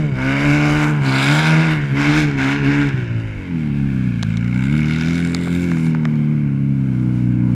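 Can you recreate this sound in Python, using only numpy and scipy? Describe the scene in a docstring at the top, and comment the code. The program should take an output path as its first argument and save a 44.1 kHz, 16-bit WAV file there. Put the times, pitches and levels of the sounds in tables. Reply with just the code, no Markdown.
"""A high-revving exhaust roar comes first: an off-road buggy slides in circles in a sand pit, throttle blipped.
Then it lugs round and rolls closer. The exhaust booms as sines on the firing orders,
each firing spits a noisy rasp through ringing pipe and frame, and a bright band of noise screeches once.
Stones click on the chassis as short decaying tones, wind is low noise swelling in gusts,
and delayed copies of the bright sounds return from the sand and the pit wall."""
import sys
import numpy as np
from scipy import signal
from scipy.io import wavfile
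from scipy.ndimage import uniform_filter1d

SR = 44100
rng = np.random.default_rng(int(sys.argv[2]) if len(sys.argv) > 2 else 0)


def dump_mix(stems):
    """Bounce the given channels to the path in sys.argv[1] as a 16-bit WAV at rate SR."""
    frames = np.atleast_2d(stems).T  # one column per channel
    limited = np.clip(frames, -1, 1)  # hard clip at full scale
    pcm = np.round(limited * 32767).astype(np.int16)
    wavfile.write(sys.argv[1], SR, pcm)


N = 332948  # length in samples


def from_db(db):
    """Gain of a level in dB."""
    return 10 ** (np.asarray(db) / 20)


def rms_one(x):
    """Scale to rms 1."""
    return x / np.sqrt(np.mean(x ** 2) + 1e-20)


def evened(x):
    """Divide out the slow level, leaving the fast shape of each burst."""
    return x / np.sqrt(uniform_filter1d(x ** 2, size=6000))


def in_time(rows):
    """Columns of a time curve, read at every sample."""
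    s, *columns = np.transpose(rows)
    return [np.interp(np.arange(N) / SR, s, column) for column in columns]


def at_hz(points, hz):
    """Level in dB of a spectrum curve, read on a log-frequency axis."""
    curve_hz, curve_db = np.array(points).T
    return np.interp(np.log(hz), np.log(curve_hz), curve_db)


def drift(rate_hz):
    """Slow random wander of rms 1: noise through two equal low-pass poles, run at every 40th sample."""
    r = np.exp(-80 * np.pi * rate_hz / SR)
    noise = rng.standard_normal(N // 40 + 2002)
    slow = signal.lfilter([1], [1, -2 * r, r * r], noise)[2000:]  # drop the filter's settling
    return np.interp(np.arange(N) / 40, np.arange(len(slow)), rms_one(slow))


def resonate(x, modes, patchy_db):
    """Parallel resonances, signs alternating; each swells and fades as the buggy turns."""
    out = 0
    for k, (hz, width_hz, level_db) in enumerate(modes):
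        r = np.exp(-np.pi * width_hz / SR)
        b = np.array([1, 0, -1]) * (1 - r * r) / 2
        a = [1, -2 * r * np.cos(2 * np.pi * hz / SR), r * r]
        gain = (-1) ** k * from_db(level_db + patchy_db * drift(2.1))
        out = out + gain * signal.lfilter(b, a, x)
    return out


# engine speed before the waver: time_s, firing_rate_hz
SPEED = [(0.0, 156.2), (0.06, 146.2), (0.14, 128.3), (0.17, 127.5), (0.23, 130.8), (0.44, 145.6),
         (0.78, 150.7), (0.9, 150.8), (1.09, 131.1), (1.16, 131.8), (1.26, 139.2), (1.37, 153.7),
         (1.41, 157.0), (1.62, 160.9), (1.74, 150.7), (1.81, 143.7), (1.91, 136.6), (1.93, 136.3),
         (2.08, 146.9), (2.17, 152.5), (2.29, 144.5), (2.39, 131.8), (2.56, 141.0), (2.65, 139.0),
         (2.69, 141.6), (2.8, 143.4), (2.86, 139.9), (3.07, 116.3), (3.22, 111.0), (3.28, 107.2),
         (3.64, 74.1), (3.66, 73.0), (3.95, 65.4), (4.02, 63.5), (4.25, 53.4), (4.27, 53.9), (4.58, 62.2),
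         (4.75, 74.5), (5.19, 85.6), (5.32, 86.1), (5.38, 85.1), (5.61, 87.6), (5.76, 83.0), (6.12, 75.5),
         (6.31, 73.9), (6.5, 69.8), (6.71, 68.1), (7.04, 62.0), (7.19, 61.3), (7.55, 61.1)]
# exhaust boom as the buggy turns, before the throb and burble: time_s, level_db (rms)
BOOM = [(0.0, -16.5), (0.12, -21.5), (0.21, -20), (0.5, -13), (0.92, -15.5), (0.99, -22), (1.11, -13),
        (1.17, -12), (1.22, -17.5), (1.3, -13), (1.43, -19), (1.49, -11.5), (1.64, -14.5), (1.83, -21),
        (1.91, -21), (2.0, -12), (2.04, -19.5), (2.1, -12.5), (2.31, -16.5), (2.35, -18.5), (2.42, -17.5),
        (2.63, -17.5), (2.69, -11.5), (3.09, -24.5), (3.13, -19.5), (3.45, -31), (3.55, -19.5),
        (4.08, -16.5), (4.12, -20), (4.75, -15.5), (5.47, -19), (5.84, -16), (6.83, -16.5), (7.55, -14.5)]
# exhaust with no blip, as the pipe swings round and the engine pulls:
# time_s, rasp_db, extra_snap_db, extra_hiss_db, upper_orders_db (reference for lines and burble)
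STEADY = [(0, -41, 3, 3, -48.5), (.8, -37.5, -1.5, 0, -42.5), (1.3, -31, 2, 7, -39),
          (1.7, -33.5, -3, -6.5, -41.5), (2.2, -35.5, 0.5, -1, -46), (2.8, -35, 0, -8, -44.5),
          (3.3, -39, 2, 1, -47.5), (3.7, -41, -1, 0, -45), (4.25, -40, 4, 4, -48), (4.45, -36.5, 2, 8, -45),
          (4.7, -32.5, 3, 10, -44.5), (5.02, -29.5, 6, 5, -41.5), (5.2, -32, 6.5, 15, -41.5),
          (5.35, -35.5, 6, 15, -41.5), (5.85, -37, 6.5, 17.5, -43), (6.0, -42, 0, -2, -41.5),
          (6.4, -43.5, -9, 0, -46), (6.7, -47.5, -3, 10, -45.5), (7.15, -45.5, 0, 13.5, -44),
          (7.55, -47.5, -4, 10, -43)]
WAVER, WAVER_HZ = .008, 7  # the wheels grip and slip: spread as a share of the speed, rate
UPPER_SLOPE = 1.076  # dB the upper orders gain per dB of lift
RASP_REF_DB = -37
SNAP_DB, HISS_DB = -54.5, -71  # levels at the reference rasp
SNAP_SLOPE, HISS_SLOPE = 1.265, 1.42  # dB gained per dB of rasp
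FLICKER_DB, FLICKER_HZ = 2.0, 10  # snap and hiss flicker together, the snap by half as many dB
# unlike cylinders: level at mean speed and 0 dB boom, growth with speed, share of the boom's dB followed
UNEVEN_DB, UNEVEN_DB_PER_HZ, UNEVEN_FOLLOWS = -23.5, 0.0878, 0.42


def engine():
    """Speed and throttle set every exhaust level; returns the boom and the rasp."""
    rate_hz, = in_time(SPEED)
    boom_db, = in_time(BOOM)
    steady_db, extra_snap_db, extra_hiss_db, upper_db = in_time(STEADY)
    rate_hz = rate_hz * (1 + WAVER * drift(WAVER_HZ))
    turns = np.cumsum(rate_hz) / SR  # one turn per firing

    lift_db = throttle()
    rasp_db = steady_db + lift_db
    upper_db = upper_db + UPPER_SLOPE * lift_db
    flicker_db = FLICKER_DB * drift(FLICKER_HZ)
    above_ref_db = rasp_db - RASP_REF_DB
    snap_db = SNAP_DB + SNAP_SLOPE * above_ref_db + extra_snap_db + .5 * flicker_db
    hiss_db = HISS_DB + HISS_SLOPE * above_ref_db + extra_hiss_db + flicker_db
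    uneven_db = UNEVEN_DB + UNEVEN_DB_PER_HZ * (rate_hz - rate_hz.mean()) + UNEVEN_FOLLOWS * boom_db

    orders_db = firing_orders(rate_hz, boom_db, lift_db)
    low = boom(turns, rate_hz, orders_db, upper_db, uneven_db)
    return low, rasp(turns, rate_hz, rasp_db, snap_db, hiss_db, upper_db)


# throttle blips: open_s, held_s (from opening), rise_s (time constant), lift_db (aimed for)
BLIPS = [(-.3, 0.28, .05, 8), (0.132, .71, 0.063, 15.5), (0.998, .72, 0.049, 12), (1.94, 0.26, 0.028, 15),
         (2.359, 0.17, 0.021, 13.5), (2.619, .21, 0.016, 10.5)]
SHUT_S = 0.088  # time constant of the fall when the throttle shuts


def throttle():
    """Lift of the rasp in dB: each blip rises, holds and falls away; the strongest one counts."""
    t, lift_db = np.arange(N) / SR, 0
    for open_s, held_s, rise_s, blip_db in BLIPS:
        since = np.maximum(t - open_s, 0)
        opening = 1 - np.exp(-since / rise_s)
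        shutting = np.exp(-np.maximum(since - held_s, 0) / SHUT_S)
        lift_db = np.maximum(lift_db, blip_db * opening * shutting)
    return lift_db


# how the silencer passes the firing orders: frequency_hz, level_db
PASS_BAND = [(55, -16.5), (85, -17.5), (105, 0), (150, -0.5), (230, 0), (295, -1.5), (325, -6.5),
             (400, -12.5), (480, -16.5), (590, -12.5), (650, -18.5)]
# tailpipe swinging towards and away from the microphone, tinting the firing orders:
# time_s, order_1_db, order_2_db, order_3_db, order_4_db
TURNING = [(0, -1, 1.5, -1, 9), (.85, -0.5, 1.5, 0.5, 0), (1.1, 0.5, 1, -0.5, -4), (1.5, -0.5, -5.5, -9, 4),
           (2.0, 2, 7.5, 4, -1), (2.8, -3.5, 4, 1, -12), (3.35, 2.5, -7, -6.5, 0), (3.55, 1.5, 0.5, 0, -3),
           (4.3, 2, -0.5, 1.5, 1), (5.1, 6, 4, 3.5, -0.5), (5.65, 3.5, 2.5, -0.5, 4),
           (6.1, -9, 3.5, 4.5, -6.5), (6.55, -4, 2, -0.5, -1), (7.55, 0, -1, -1, -0.5)]
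ORDER_FALL_DB = 2.5  # each firing order is weaker than the one below
FULL_LIFT_DB = 12  # lift counted as wide open
# shut throttle at high revs: fade of the even orders, firings per second over which the overrun sets in
OVERRUN_DB, OVERRUN_RATE_HZ = -14.5, (82, 130)
BURBLE_DB = 4.5  # spread as the boom breaks up on the overrun


def firing_orders(rate_hz, boom_db, lift_db):
    """The first four firing orders share the boom's power as the silencer passes them."""
    order = np.arange(1, 5)[:, None]
    shut = np.clip(1 - lift_db / FULL_LIFT_DB, 0, 1)
    overrun = shut * np.interp(rate_hz, OVERRUN_RATE_HZ, [0, 1])
    share_db = at_hz(PASS_BAND, order * rate_hz) - ORDER_FALL_DB * order + in_time(TURNING)
    share_db = share_db + OVERRUN_DB * overrun * (order % 2 == 0)
    total_db = 10 * np.log10(np.sum(from_db(share_db) ** 2, axis=0))
    burble_db = BURBLE_DB * overrun * [drift(25) for _ in order]
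    return boom_db + burble_db + share_db - total_db


# lines between the low firing orders: frequency_hz, relative_level_db
HALF_ORDERS = [(30, -23), (45, -27.5), (75, -14.5), (120, 1), (170, -1.5), (225, -2.5), (330, -6.5),
               (420, -19.5)]
# lines above the fourth firing order: frequency_hz, relative_level_db
UPPER_ORDERS = [(300, 14.5), (380, 5), (480, 3), (600, -1.5), (800, -8), (950, -5), (1200, -9), (1450, -21),
                (1900, -17.5), (2300, -23)]
# burble in the can: frequency_hz, width_hz, relative_level_db
SILENCER = [(225, 168, 5), (484, 170, 1), (570, 43, 1.5), (800, 890, -4)]


def boom(turns, rate_hz, orders_db, upper_db, uneven_db):
    """Sines on the firing orders add up to one pressure pulse a firing; unlike cylinders fill in half orders."""
    out = np.zeros(N)
    lean = 2 * np.pi * .016 * (76 - rate_hz)  # the pipe's return wave tips the pulse with speed
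    late = .009 * drift(15)  # in firings: none lands exactly on time
    muffled_db = np.interp(rate_hz, [70, 130], [-10, 0])  # slow, soft pulses carry few overtones
    # the boom throbs unevenly, most at high revs
    throb_db = 1.4 * drift(9) * np.interp(rate_hz, [90, 130], [.5, 1])
    scatter = rng.uniform(0, 2 * np.pi, 33)  # random phases keep the weaker lines from adding up to a buzz
    for k in range(1, 33):  # counted in half orders
        hz, shift = k / 2 * rate_hz, scatter[k]
        if k > 8:  # above the silencer's pass band
            level_db = upper_db - 4.0 + at_hz(UPPER_ORDERS, hz) - 3.8 * (k % 2)
            level_db = level_db + 3.27 * drift(1.66) + muffled_db * (k > 10)
        elif k % 2:
            level_db = uneven_db + at_hz(HALF_ORDERS, hz) + 1.5 * drift(6)
        else:
            level_db = orders_db[k // 2 - 1] + .8 * drift(16) + throb_db
            shift = lean
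        out += np.sqrt(2) * from_db(level_db) * np.cos(np.pi * k * (turns + late) + shift)
    burble = rms_one(resonate(rng.standard_normal(N), SILENCER, patchy_db=1.5))
    return out + from_db(upper_db - 7 - .5 * muffled_db) * burble


# steady roar filling the gaps between bursts: time_s, pipe_share, frame_share (both relative)
FILL = [(0, .4, .4), (2.9, .4, .4), (3.3, .8, .7), (4.2, .7, .6), (4.5, .15, .15), (5.2, .18, .25),
        (5.8, .4, .5), (6.4, .9, .5), (6.9, .9, .15), (7.55, .9, .15)]
# ringing of the tailpipe: frequency_hz, width_hz, relative_level_db
PIPE = [(1360, 183, 1), (1673, 230, 3.5), (1998, 340, 3.5), (2264, 399, 3.5), (2810, 387, -2),
        (3080, 200, -4.5), (1428, 63, 1.5), (2226, 98, 1.5)]
# low ringing of the tailpipe: frequency_hz, width_hz, relative_level_db
LOW_PIPE = [(554, 116, -4.5), (790, 93, -0.5), (931, 240, -1), (1160, 92, -2.5)]
# ringing of the frame, heard as the snap: frequency_hz, width_hz, relative_level_db
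FRAME = [(3594, 460, 2), (4470, 860, -6.5), (4610, 216, -0.5), (5210, 1230, -5.5), (6700, 1360, -9)]
# bands of the hiss on top: frequency_hz, width_hz, relative_level_db
HISS = [(7330, 340, 1), (9000, 990, -3), (9940, 760, -3.5), (11070, 360, -5), (12500, 2800, -13),
        (14500, 1300, -31)]


def rasp(turns, rate_hz, rasp_db, snap_db, hiss_db, upper_db):
    """Hot gas bursts out just ahead of each pulse and dies away; part of the burst repeats every cycle."""
    count, since = np.divmod(turns + .25, 1)  # a quarter cycle ahead of the pulse
    count = count.astype(int)
    strength = from_db(1.7 * rng.standard_normal((count[-1] + 1, 2)))[count].T  # drawn anew each firing
    noise = rng.standard_normal((2, N))
    pipe_fill, frame_fill = in_time(FILL)
    age = since / rate_hz  # seconds since the valve opened
    repeating = np.interp(age * SR, np.arange(1000), rng.standard_normal(1000))
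    shape = (1 - np.exp(-age / 0.0022)) * np.exp(-age / 0.0019)

    burst = pipe_fill * noise[0] + 2.5 * strength[0] * shape * (.7 * noise[0] + .9 * repeating)
    strong = from_db(-7.0 * (count % 2))  # one cylinder snaps harder than the other
    snap_shape = 0.64 * frame_fill + 1.54 * strong * strength[0] * strength[1] * shape
    snap = evened(noise[1] * snap_shape)

    pipe = from_db(rasp_db) * rms_one(resonate(evened(burst), PIPE, patchy_db=1.5))
    low_pipe = rms_one(resonate(evened(burst + noise[0]), LOW_PIPE, patchy_db=3.0))
    low_pipe = from_db(.5 * (rasp_db + upper_db) - 7.5) * low_pipe
    frame = from_db(snap_db) * rms_one(resonate(snap, FRAME, patchy_db=1.8))
    hiss = from_db(hiss_db) * rms_one(resonate(snap, HISS, patchy_db=1.8))
    return pipe + low_pipe + frame + hiss


# bright screech as the throttle reopens, before its flutter: time_s, level_db
SCREECH = [(1.02, -66), (1.07, -33.5), (1.18, -35), (1.28, -69)]


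def screech():
    """Noise in one narrow bright band, its level fluttering fast."""
    s, level_db = np.transpose(SCREECH)
    curve_db = np.interp(np.arange(N) / SR, s, level_db, left=-99, right=-99)
    band = resonate(rng.standard_normal(N), [(4000, 400, 0), (4600, 500, 0)], patchy_db=0)
    return from_db(curve_db + 3.8 * drift(40)) * rms_one(band)


# stones on the chassis: start_s, relative_knock_db, ring_hz (once settled), relative_crack_db, crack_hz
STONES = [(2.89, -30, 1900, -39, 3400), (6.156, -46, 1900, -56, 4300), (4.227, -24, 1160, -30.5, 3500),
          (4.231, -20, 1630, -31, 4130), (4.293, -42, 931, -53, 3050), (4.329, -46, 1610, -50, 3170),
          (4.371, -38, 1800, -36.5, 3750), (5.347, -19, 2050, -25, 4460), (5.474, -21, 1060, -48, 3040),
          (5.716, -18, 1660, -42, 3720), (5.769, -24, 1860, -49, 4570), (5.866, -29, 1380, -45, 3880),
          (5.948, -18, 1420, -49, 4250), (6.053, -15.5, 1800, -36.5, 3220)]


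def stones():
    """Each stone is a sharp crack with a short dull ring of the tube it hits, sagging in pitch."""
    out, t = np.zeros(N), np.arange(600) / SR
    sag = t + .0003 * (1 - np.exp(-t / .0005))  # phase runs fast at first
    knock_shape = (1 - np.exp(-t / 0.00055)) * np.exp(-t / .0013)
    crack_shape = (1 - np.exp(-t / 0.00018)) * np.exp(-t / 0.00028)
    for start_s, knock_db, ring_hz, crack_db, crack_hz in STONES:
        tube, plate = np.zeros(600), np.zeros(600)
        for ratio, level in [(1, 1), (.62, .9), (.37, .5)]:
            tube += level * np.sin(2 * np.pi * ratio * ring_hz * sag)
        for ratio, level in [(1, 1), (1.5, 0.5), (2.0, 0.1)]:
            plate += level * np.sin(2 * np.pi * ratio * crack_hz * t)
        knock = from_db(knock_db + 7.5) * tube * knock_shape
        crack = from_db(crack_db + 28.0) * plate * crack_shape
        i = round((start_s + .0006) * SR)
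        out[i:i + 600] += knock + crack
    return out


# gusts on the microphone, added to the calm air: peak_s, level_db
GUSTS = [(.0, -36), (.24, -31), (.48, -33), (0.762, -30), (1.791, -33), (2.018, -38.5), (2.2, -31),
         (2.43, -31), (2.65, -35), (2.86, -34), (3.12, -37), (3.33, -33), (3.86, -32), (5.0, -48),
         (7.45, -47)]
GUST_S, CALM_DB = 0.067, -49.5  # spread of a bell-shaped gust; mean level of the air between gusts


def wind():
    """Lumpy low noise on the microphone port, swelling in gusts."""
    t = np.arange(N) / SR
    gain = from_db(CALM_DB + 3.0 * drift(2.5))
    for peak_s, level_db in GUSTS:
        gain = gain + from_db(level_db) * np.exp(-.5 * ((t - peak_s) / GUST_S) ** 2)
    band = signal.butter(2, [32, 80], "band", fs=SR, output="sos")
    low = signal.sosfilt(band, rng.standard_normal(N + SR))[SR:]  # drop the filter's settling
    return gain * rms_one(low * from_db(0.47 * drift(8)))


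# dull echoes of the pit wall: delay_s, level_db
WALL = [(.021, -20), (.083, -19), (.137, -21), (.21, -24)]
GROUND_S, GROUND_DB = 0.001298, -16.5  # bounce off the sand: mean delay, level


def pit_wall(x):
    """A quick bounce off the sand and a few low-passed echoes from the wall."""
    dull, echoes = signal.sosfilt(signal.butter(2, 2500, fs=SR, output="sos"), x), np.zeros(N)
    for delay_s, level_db in WALL:
        lag = round(delay_s * SR)
        echoes[lag:] += from_db(level_db) * dull[:N - lag]
    ground_lag = SR * GROUND_S * (1 + 0.092 * drift(0.19))  # the path changes as the buggy circles
    bounce = np.interp(np.arange(N) - ground_lag, np.arange(N), x)
    return echoes + from_db(GROUND_DB) * bounce


def scene():
    """Engine and stones in the pit, wind on the microphone; only the bright sounds echo."""
    exhaust_boom, exhaust_rasp = engine()
    bright = exhaust_rasp + screech() + stones()
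    low = exhaust_boom + wind()
    return (low + bright + pit_wall(bright))[None]


CUTOFF_HZ = 17140  # nothing but traces 70 dB down above this


def record(dry):
    """Peaks are rounded, the microphone fades towards the top, the top is cut."""
    rounded = 1.197 * np.tanh(dry / 1.194)
    soft = signal.sosfilt(signal.butter(3, 13500, fs=SR, output="sos"), rounded)
    return signal.sosfilt(signal.cheby2(12, 70, CUTOFF_HZ, fs=SR, output="sos"), soft)


dry = scene()
out = record(dry)
dump_mix(out)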